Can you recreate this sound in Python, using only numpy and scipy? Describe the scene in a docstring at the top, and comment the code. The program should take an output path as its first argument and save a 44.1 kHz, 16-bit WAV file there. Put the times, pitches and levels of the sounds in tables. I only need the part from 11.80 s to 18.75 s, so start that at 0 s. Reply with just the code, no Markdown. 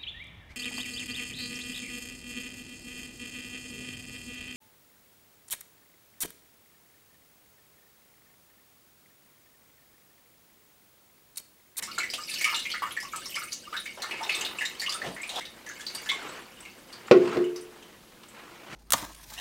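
"""Radiator draining into a basin.

Water poured into a panel radiator trickles down and drips into a basin on a small room's floor.
Drops trap ringing bubbles, throw up spray and set the metal ringing. The pouring stops, clothes
rustle, and the basin is knocked and shifted with a hollow ring while the last drops fall."""
import sys
import numpy as np
from scipy import signal
from scipy.fft import rfft, irfft, next_fast_len
from scipy.io import wavfile
from scipy.ndimage import uniform_filter1d, minimum_filter1d, map_coordinates

SR = 44100
rng = np.random.default_rng(int(sys.argv[2]) if len(sys.argv) > 2 else 0)


def to_wav(s):
    """Save 16-bit WAV."""
    ch = np.atleast_2d(s).T  # columns
    pcm = np.round(np.clip(ch, -1, 1) * 32767)  # PCM
    wavfile.write(sys.argv[1], SR, pcm.astype(np.int16))


N = 306495

# Levels are relative within each table.
# room decay: freq_hz, t60_s
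ROOM_DECAY = [(150, 1), (1000, 0.2), (2500, 0.28), (6000, 0.23), (14000, 0.12)]
# room tone and hiss: freq_hz, level_db
AIR_SPECTRUM = [(12, -40), (20, -6.5), (141, -4.5), (220, 2.5), (253, -0.5), (374, 2), (406, -21), (480, 0),
                (793, -13.5), (991, -13), (1550, -32), (3110, -12), (4990, -17), (10900, -19.5),
                (15700, -21)]
# low water wash and clothes rustle: freq_hz, level_db
WASH_RUSTLE_SPECTRUM = [(59, -41), (100, -9), (153, -10), (258, -7.5), (347, 0.5), (601, -5), (1020, -1.5),
                        (1840, -3.5), (2810, -6.5), (3460, -11.5), (8410, -23.5), (15500, -64)]
# opening wash of water (first row), then clothes rustling: peak_s, level_db, swell_s, fade_s
SWELLS = [(.05, -56.5, 0.46, 0.16), (2.32, -43, 0.06, 1), (2.62, -44, 0.17, 0.14),
          (4.469, -40.5, 0.25, 0.17), (5.54, -37.5, 0.22, 0.057), (5.95, -54.5, 0.96, 0.37),
          (6.6, -50, 0.18, 0.47), (6.94, -40, 0.072, .1)]
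# short dry bursts, some clicks, some rasps: peak_s, level_db, swell_s, t60_s, body_hz, rasp_db
DRY_BURSTS = [(.338, -27.5, 0.0025, 0.14, 625, 13), (1.93, -47.5, 0.014, 0.25, 574, -2),
              (2.176, -41.5, 0.0017, 0.41, 770, -12), (3.269, -34.5, 0.035, 0.34, 630, -7.5),
              (3.292, -39, 0.041, 0.28, 204, -16), (3.566, -38.5, 0.074, 0.042, 736, 3),
              (3.598, -31, 0.028, 0.013, 765, -4), (5.284, -35.5, .002, .03, 1300, -18),
              (5.528, -35.5, 0.004, 0.48, 1290, -35), (5.563, -27.5, 0.0084, 0.23, 290, -33),
              (6.435, -47, 0.0018, .06, 1190, 4), (6.93, -47, 0.021, 0.25, 197, -4)]
# dry rasp of a scuff: freq_hz, level_db
RASP_SPECTRUM = [(600, -42), (3000, 9), (5000, 0), (9000, -6), (15000, -20)]
# basin struck, rocking, settling: start_s, level_db, contact_s, clack_db
KNOCKS = [(5.3116, -11, 0.0014, 2), (5.3219, -13, 0.0029, -7), (5.3434, -18.5, 0.014, -30),
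          (5.5698, -15.5, 0.0078, -13)]
# basin modes: freq_hz, level_db, t60_s
BASIN_MODES = [(155.2, -26.5, 0.72), (207.1, -25, 0.19), (238, -11.5, 0.25), (282, -18.5, 0.54),
               (355.7, 4.5, 0.57), (374.3, .9, 0.32), (411.4, -8.5, 0.54), (442, -10.5, 1),
               (475, 16, 0.038), (504.5, -9, 0.37), (625, -13.5, 0.4), (670, -21.5, 0.77),
               (758, -9.5, 0.13), (1099, -1, 0.17), (1285, 2, 0.091), (1432, -3.5, 0.23), (1940, 6, 0.13),
               (2297, 5, .11)]
# contact noise: freq_hz, level_db
CLACK_SPECTRUM = [(40, -48), (110, -1.5), (300, 6.5), (550, 7.5), (900, -8.5), (1500, -9.5), (3000, -7.5),
                  (5000, -15.5), (8000, -32), (15000, -54)]
# panel and basin resonances driven by the water: freq_hz, gain_db
METAL_MODES = [(931, 4), (1110, 6.5), (1228, 4.5), (1355, -9), (1735, 8), (1800, 5.5), (2000, 4),
               (2132, 12), (2226, 8.5), (2620, 7), (2848, 9), (3030, 3.5)]
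# trickle surging, ebbing, draining away: time_s, level_db
FLOW = [(0, -51.5), (.3, -52.5), (.6, -38), (.78, -46), (1.02, -55), (1.3, -52.5), (1.58, -43.5),
        (1.8, -56), (2.35, -53.5), (2.56, -43.5), (2.78, -52), (3.12, -50), (3.55, -65), (3.76, -64),
        (4.2, -48.5), (4.68, -61), (5.2, -62.5), (6.95, -78)]
# filter on the tiny bubbles: freq_hz, gain_db
SPATTER_EQ = [(600, 6), (1100, -8), (2200, 8.5), (4500, 8.5), (8500, 10), (11000, 5.5), (16000, 7)]
# spray from a drop: freq_hz, level_db
SPRAY_SPECTRUM = [(2000, -7.5), (4000, -8), (7500, 3.5), (10000, -6.5), (16000, -19)]
# big drops in radiator and basin: start_s, pitch_hz, level_db, spray_db
DRIPS = [(.025, 3360, -41.5, 10), (.033, 5130, -35, -0.5), (0.076, 1260, -40.5, -25),
         (0.114, 4300, -37, -20), (.179, 1350, -25, -22), (.184, 3960, -31, 3.5), (.201, 2170, -29.5, -33),
         (.231, 1933, -29.5, -11.5), (0.301, 4520, -30.5, -13), (0.379, 1110, -38, -7),
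         (0.436, 4800, -36, -15), (.491, 2310, -36, -7), (0.516, 4300, -33.5, -21),
         (0.539, 4200, -30.5, -2.5), (.595, 2180, -37, -23), (.611, 2090, -29.5, -4),
         (.643, 2180, -20.5, -8), (0.654, 1175, -32.5, -23), (0.674, 2620, -35, -10),
         (0.677, 1152, -31.5, -30), (.695, 5000, -35, -20), (0.726, 1185, -30.5, -20),
         (.745, 3630, -24, -24), (0.745, 2730, -30.5, -22), (0.76, 6780, -31.5, -21),
         (0.793, 3700, -29, -16), (0.853, 2275, -30.5, -27), (.902, 3110, -33, -10),
         (0.915, 4000, -28.5, -29), (0.938, 1314, -32.5, -35), (.944, 1866, -33, -27),
         (1.021, 1088, -27, -27), (1.066, 1354, -35.5, -18), (1.108, 2980, -36, -25),
         (1.121, 10300, -38.5, -11), (1.167, 1808, -27.5, -18), (1.202, 4900, -38.5, 0),
         (1.226, 5250, -38, -4), (1.23, 1043, -42, -20), (1.334, 1207, -29.5, -35), (1.36, 7660, -33.5, -3),
         (1.457, 5120, -33, -7), (1.503, 11800, -41, -6), (1.555, 4830, -34, -1), (1.56, 2120, -32.5, -30),
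         (1.569, 1285, -34, -23), (1.616, 1316, -35.5, -25), (1.636, 8500, -39, -9),
         (1.721, 4290, -30.5, -15), (1.729, 5930, -29.5, -29), (1.867, 1130, -41.5, -20),
         (1.927, 1260, -32.5, -27), (1.94, 1446, -32.5, -29), (1.966, 3590, -28.5, -38),
         (1.998, 8900, -40, -22), (2.057, 2130, -35, -11), (2.22, 3820, -30, -3.5), (2.234, 1310, -33, -19),
         (2.31, 2385, -29.5, -41), (2.408, 833, -32, -32), (2.435, 3390, -33, -19),
         (2.494, 2450, -22.5, -35), (2.519, 4150, -31, -17), (2.546, 3400, -28, -8),
         (2.55, 7830, -32.5, -22), (2.61, 2550, -32, 2.5), (2.649, 3510, -26.5, -27),
         (2.786, 2620, -29.5, -11), (2.802, 8500, -44.5, -13), (2.809, 1846, -28.5, -24),
         (2.816, 1880, -27, -16), (2.853, 3680, -27.5, -3.5), (2.997, 4200, -27.5, -15),
         (3.016, 1800, -32, -4), (3.062, 2720, -28, -27), (3.08, 1120, -36.5, -36),
         (3.094, 4520, -25.5, -17), (3.123, 3480, -32, -1.5), (3.141, 8400, -32.5, -36),
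         (3.147, 1217, -35, -22), (3.217, 1760, -30.5, -35), (3.345, 8800, -45.5, -9),
         (3.364, 1730, -37, -21), (3.396, 1950, -42.5, -25), (3.417, 7500, -39, -20),
         (3.431, 2244, -31, -30), (3.474, 8800, -43, -12), (3.493, 3670, -32, -3.5),
         (3.559, 3500, -29, -16), (3.608, 1926, -39.5, -10), (3.653, 3600, -37, -30),
         (3.864, 1824, -40.5, -7), (3.889, 5930, -38.5, -15), (3.898, 1530, -38.5, -35),
         (3.997, 1595, -42, -2), (4.008, 3070, -42, 2), (4.066, 4320, -29, -32), (4.149, 4520, -31.5, -1),
         (4.26, 1596, -37.5, -5), (4.29, 3220, -21.5, -24), (4.291, 2000, -29, -23),
         (4.316, 1030, -37.5, 1), (4.805, 8000, -46.5, -1), (4.852, 2500, -42, -13),
         (5.127, 4350, -39, -17), (5.641, 2690, -43, -7), (5.761, 4720, -38, -21), (5.811, 8240, -47, -14),
         (6.025, 2960, -49, -6), (6.485, 7650, -49.5, -20)]


def amp(db):
    """Decibels to gain."""
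    return 10 ** (np.asarray(db) / 20)


def unit(x):
    """x at rms 1."""
    return x / np.sqrt(np.mean(x ** 2) + 1e-20)


def along(points, hz):
    """(freq_hz, value) points read on a log axis."""
    freqs_hz, values = np.transpose(points)
    return np.interp(np.log(hz + 1), np.log(freqs_hz), values)


def curve(rows):
    """(time_s, value) rows as one value per sample."""
    return np.interp(np.arange(N) / SR, *np.transpose(rows))


def wobble(rate_hz, size=N):
    """Smooth random curve, rate_hz knots a second."""
    knots = rng.standard_normal(int(size * rate_hz / SR) + 4)
    return map_coordinates(knots, [np.arange(size) * rate_hz / SR])


def filtered(x, response):
    """x through a frequency response."""
    size = next_fast_len(len(x) + min(len(x), SR // 4), real=True)
    return irfft(rfft(x, size) * response(np.fft.rfftfreq(size, 1 / SR)), size)[:len(x)]


def colour(x, spectrum):
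    """x shaped by (freq_hz, gain_db) points, at rms 1."""
    return unit(filtered(x, lambda hz: amp(along(spectrum, hz))))


def noise(size, spectrum):
    """Coloured noise at rms 1."""
    return colour(rng.standard_normal(size), spectrum)


def add(track, start_s, sound):
    """Mix sound into track."""
    part = track[max(round(start_s * SR), 0):][:len(sound)]
    part += sound[:len(part)]


def in_room(x, near_db, near_t60_s, room_db):
    """Direct sound, quick echoes between basin, radiator and wall, and a room tail."""
    t = np.arange(SR // 3) / SR
    hz, frame_s, bins = signal.stft(rng.standard_normal(len(t)), SR, nperseg=256)
    decay = amp(-60 * frame_s / along(ROOM_DECAY, hz)[:, None])
    tail = signal.istft(bins * decay, SR, nperseg=256)[1][:len(t)] * (1 - np.exp(-t / 0.0017))
    near = rng.standard_normal(len(t)) * amp(-60 * t / near_t60_s)
    response = (amp(near_db) * unit(near) + amp(room_db) * unit(tail)) / np.sqrt(len(t))
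    response[0] += 1
    return signal.fftconvolve(x, response)


def air():
    """Steady room tone and hiss."""
    return amp(-55) * noise(N, AIR_SPECTRUM)


def wash_and_rustle(wash_floor_db=-65, patchy_db=1.7):
    """Soft low wash of water at the start and underneath; later swells are clothes rustling."""
    t = np.arange(N) / SR
    swells = [amp(db) * np.exp(-np.maximum((peak_s - t) / swell_s, (t - peak_s) / fade_s))
              for peak_s, db, swell_s, fade_s in SWELLS]
    envelope = np.hypot(amp(wash_floor_db), np.linalg.norm(swells, axis=0))
    bins = signal.stft(rng.standard_normal(N), nperseg=512)[2]
    patches = uniform_filter1d(rng.standard_normal(bins.shape), size=5, axis=0)
    patches = uniform_filter1d(patches, size=7, axis=1)
    texture = signal.istft(bins * amp(patchy_db * unit(patches)), nperseg=512)[1][:N]
    flicker_db = 0.9 * wobble(rate_hz=17) + 1.9 * wobble(rate_hz=140)
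    return colour(texture, WASH_RUSTLE_SPECTRUM) * envelope * amp(flicker_db)


def dry_bursts():
    """Brief dry bursts: a dull body under a dry rasp."""
    out, t = np.zeros(N), np.arange(-SR // 4, SR // 4) / SR
    for peak_s, db, swell_s, t60_s, hz, rasp_db in DRY_BURSTS:
        body = noise(len(t), [(hz / 5, -25), (hz * 0.91, 0), (hz, 0), (hz * 3.6, -22), (hz * 12, -50)])
        rasp = noise(len(t), RASP_SPECTRUM)
        envelope = np.exp(np.minimum(t, 0) / swell_s) * amp(-60 * np.maximum(t, 0) / t60_s)
        add(out, peak_s + t[0], amp(db) * envelope * unit(body + amp(rasp_db) * rasp))
    return out


def basin(waver_rise_s=0.05, clack_t60_s=0.038):
    """Knocks clack and ring the basin; soft contacts favour the low modes, and close modes beat."""
    rings, clacks, t = np.zeros(N), np.zeros(N), np.arange(SR) / SR
    for start_s, db, contact_s, clack_db in KNOCKS:
        drift = wobble(rate_hz=48, size=SR)
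        depth = 0.33 * (1 - np.exp(-t / waver_rise_s))
        ring = np.zeros(SR)
        for k, (hz, mode_db, t60_s) in enumerate(BASIN_MODES):
            height = (hz / 400) ** 2  # high modes waver most
            waver_rad = depth * height * np.roll(drift, k * SR // len(BASIN_MODES))
            mode = amp(mode_db - 60 * t / t60_s) * np.sin(2 * np.pi * hz * t + waver_rad)
            ring += mode / np.hypot(1, height * contact_s / 0.0045)
        add(rings, start_s, amp(db) * ring * (1 - np.exp(-t / contact_s)))
        envelope = amp(-60 * t / clack_t60_s) * (1 - np.exp(-t / 0.00043))
        add(clacks, start_s, amp(db + clack_db + 4.5) * envelope * noise(len(t), CLACK_SPECTRUM))
    sound = rings + in_room(clacks, near_db=-29, near_t60_s=0.07, room_db=-12)[:N]
    # low cut keeps deep rumble out of the knock
    return signal.sosfilt(signal.butter(2, 150, "highpass", fs=SR, output="sos"), sound)


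def spatter(count=5000, decay_cycles=7, size_range_db=14):
    """Tiny bubbles of uneven size crackle; their level follows the flow."""
    t = np.arange(SR // 120) / SR
    when, pitch, size = np.hsplit(rng.random((count, 3)), 3)
    hz = 1000 * 15 ** np.sqrt(pitch)
    grains = amp(size_range_db * size ** 4) * np.sin(2 * np.pi * hz * t) * np.exp(-hz * t / decay_cycles)
    at = (when * N).astype(int) + np.arange(len(t))
    fizz = np.bincount(at.ravel(), grains.ravel(), N)[:N]
    fizz = colour(fizz, SPATTER_EQ) * amp(curve(FLOW) - 5.5)
    return in_room(fizz, near_db=8, near_t60_s=0.081, room_db=0)[:N]


def bubble(t, hz, decay_cycles, rise):
    """A bubble rings down and climbs in pitch as it nears the surface."""
    age = hz * t / decay_cycles
    pitch_hz = np.minimum(hz * (1 + rise * np.minimum(age, 4)), SR / 2)
    return np.sin(2 * np.pi * np.cumsum(pitch_hz) / SR) * np.exp(-age)


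def drop(t, hz, life, climb, onset_cycles=0.44):
    """Soft-starting bubble with a faint splat; life and climb scatter its decay and pitch rise."""
    size_factor = 1 + (750 / hz) ** 3 + (hz / 7000) ** 2  # mid-sized bubbles are damped most
    decay_cycles = 7.55 * np.exp(0.28 * np.clip(life, -2, 1)) * size_factor
    plink = bubble(t, hz, decay_cycles, rise=0.089 * np.exp(0.35 * climb))
    splat = noise(len(t), [(hz * 0.7, -30), (hz * 0.87, 0), (hz * 2.22, -12), (hz * 6, -28)])
    onset = 1 - np.exp(-(hz * t / onset_cycles) ** 2)
    return (plink + amp(-10.5) * splat * np.exp(-hz * t / 9)) * onset


def droplets(count=85, low_hz=3470, high_hz=10940, spread_db=5.5):
    """Small drops fall at random, louder when more water runs."""
    out, t, flow_db = np.zeros(N), np.arange(SR // 32) / SR, curve(FLOW)
    draws = zip(rng.random((count, 2)), rng.standard_normal((count, 3)))
    for k, ((delay, smallness), (strength, life, climb)) in enumerate(draws):
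        at = int((k + delay) * N / count)
        hz = low_hz * (high_hz / low_hz) ** smallness
        gain = amp(flow_db[at] - 2.5 + spread_db * strength)
        add(out, at / SR, gain * unit(drop(t, hz, life, climb)))
    return np.std(out) * unit(in_room(out, near_db=11.5, near_t60_s=0.1, room_db=7)[:N])


def drips(spray_rise_s=0.00035, spray_decay_s=0.0006):
    """Each big drop traps a bubble and throws up spray."""
    out, t = np.zeros(N), np.arange(SR // 16) / SR
    spray_envelope = np.exp(-t / spray_decay_s) * (1 - np.exp(-t / spray_rise_s))
    for (start_s, hz, db, spray_db), (life, climb) in zip(DRIPS, rng.standard_normal((len(DRIPS), 2))):
        spray = noise(len(t), SPRAY_SPECTRUM) * spray_envelope
        direct = unit(drop(t, hz, life, climb)) + amp(spray_db) * unit(spray)
        heard = in_room(direct, near_db=5.5, near_t60_s=0.068, room_db=6.5)
        onset_rms = np.std(heard[:SR // 64])
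        add(out, start_s, amp(db - 3) * np.hypot(1, amp(spray_db)) * heard / onset_rms)
    return out


def metal_ring(hz, width_hz=27):
    """Frequency response of the narrow panel and basin resonances."""
    return sum(amp(db) * 1j * hz * width_hz / (mode_hz ** 2 - hz ** 2 + 1j * hz * width_hz)
               for mode_hz, db in METAL_MODES)


def water(low_cut_hz=250):
    """Drips, droplets and spatter, with the metal ringing behind them."""
    def response(hz):
        low_cut = 1j * hz / (1j * hz + low_cut_hz)  # small bubbles move no deep bass
        return amp(-2) * low_cut * (1 + amp(-3) * metal_ring(hz))
    return filtered(drips() + droplets() + spatter(), response)


def scene():
    """Mono mix of room air, water and handling."""
    return (air() + water() + dry_bursts() + basin() + wash_and_rustle())[None]


def record(dry, ceiling=0.95, hold_s=0.016, top_hz=15820):
    """Peak limiter, then a brick-wall low-pass."""
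    hold = round(hold_s * SR)
    needed_gain = ceiling / np.maximum(np.abs(dry[0]), ceiling)
    gain = uniform_filter1d(minimum_filter1d(needed_gain, hold), hold)
    return filtered(dry[0] * gain, lambda hz: hz < top_hz)[None]


dry = scene()
out = record(dry)
to_wav(out)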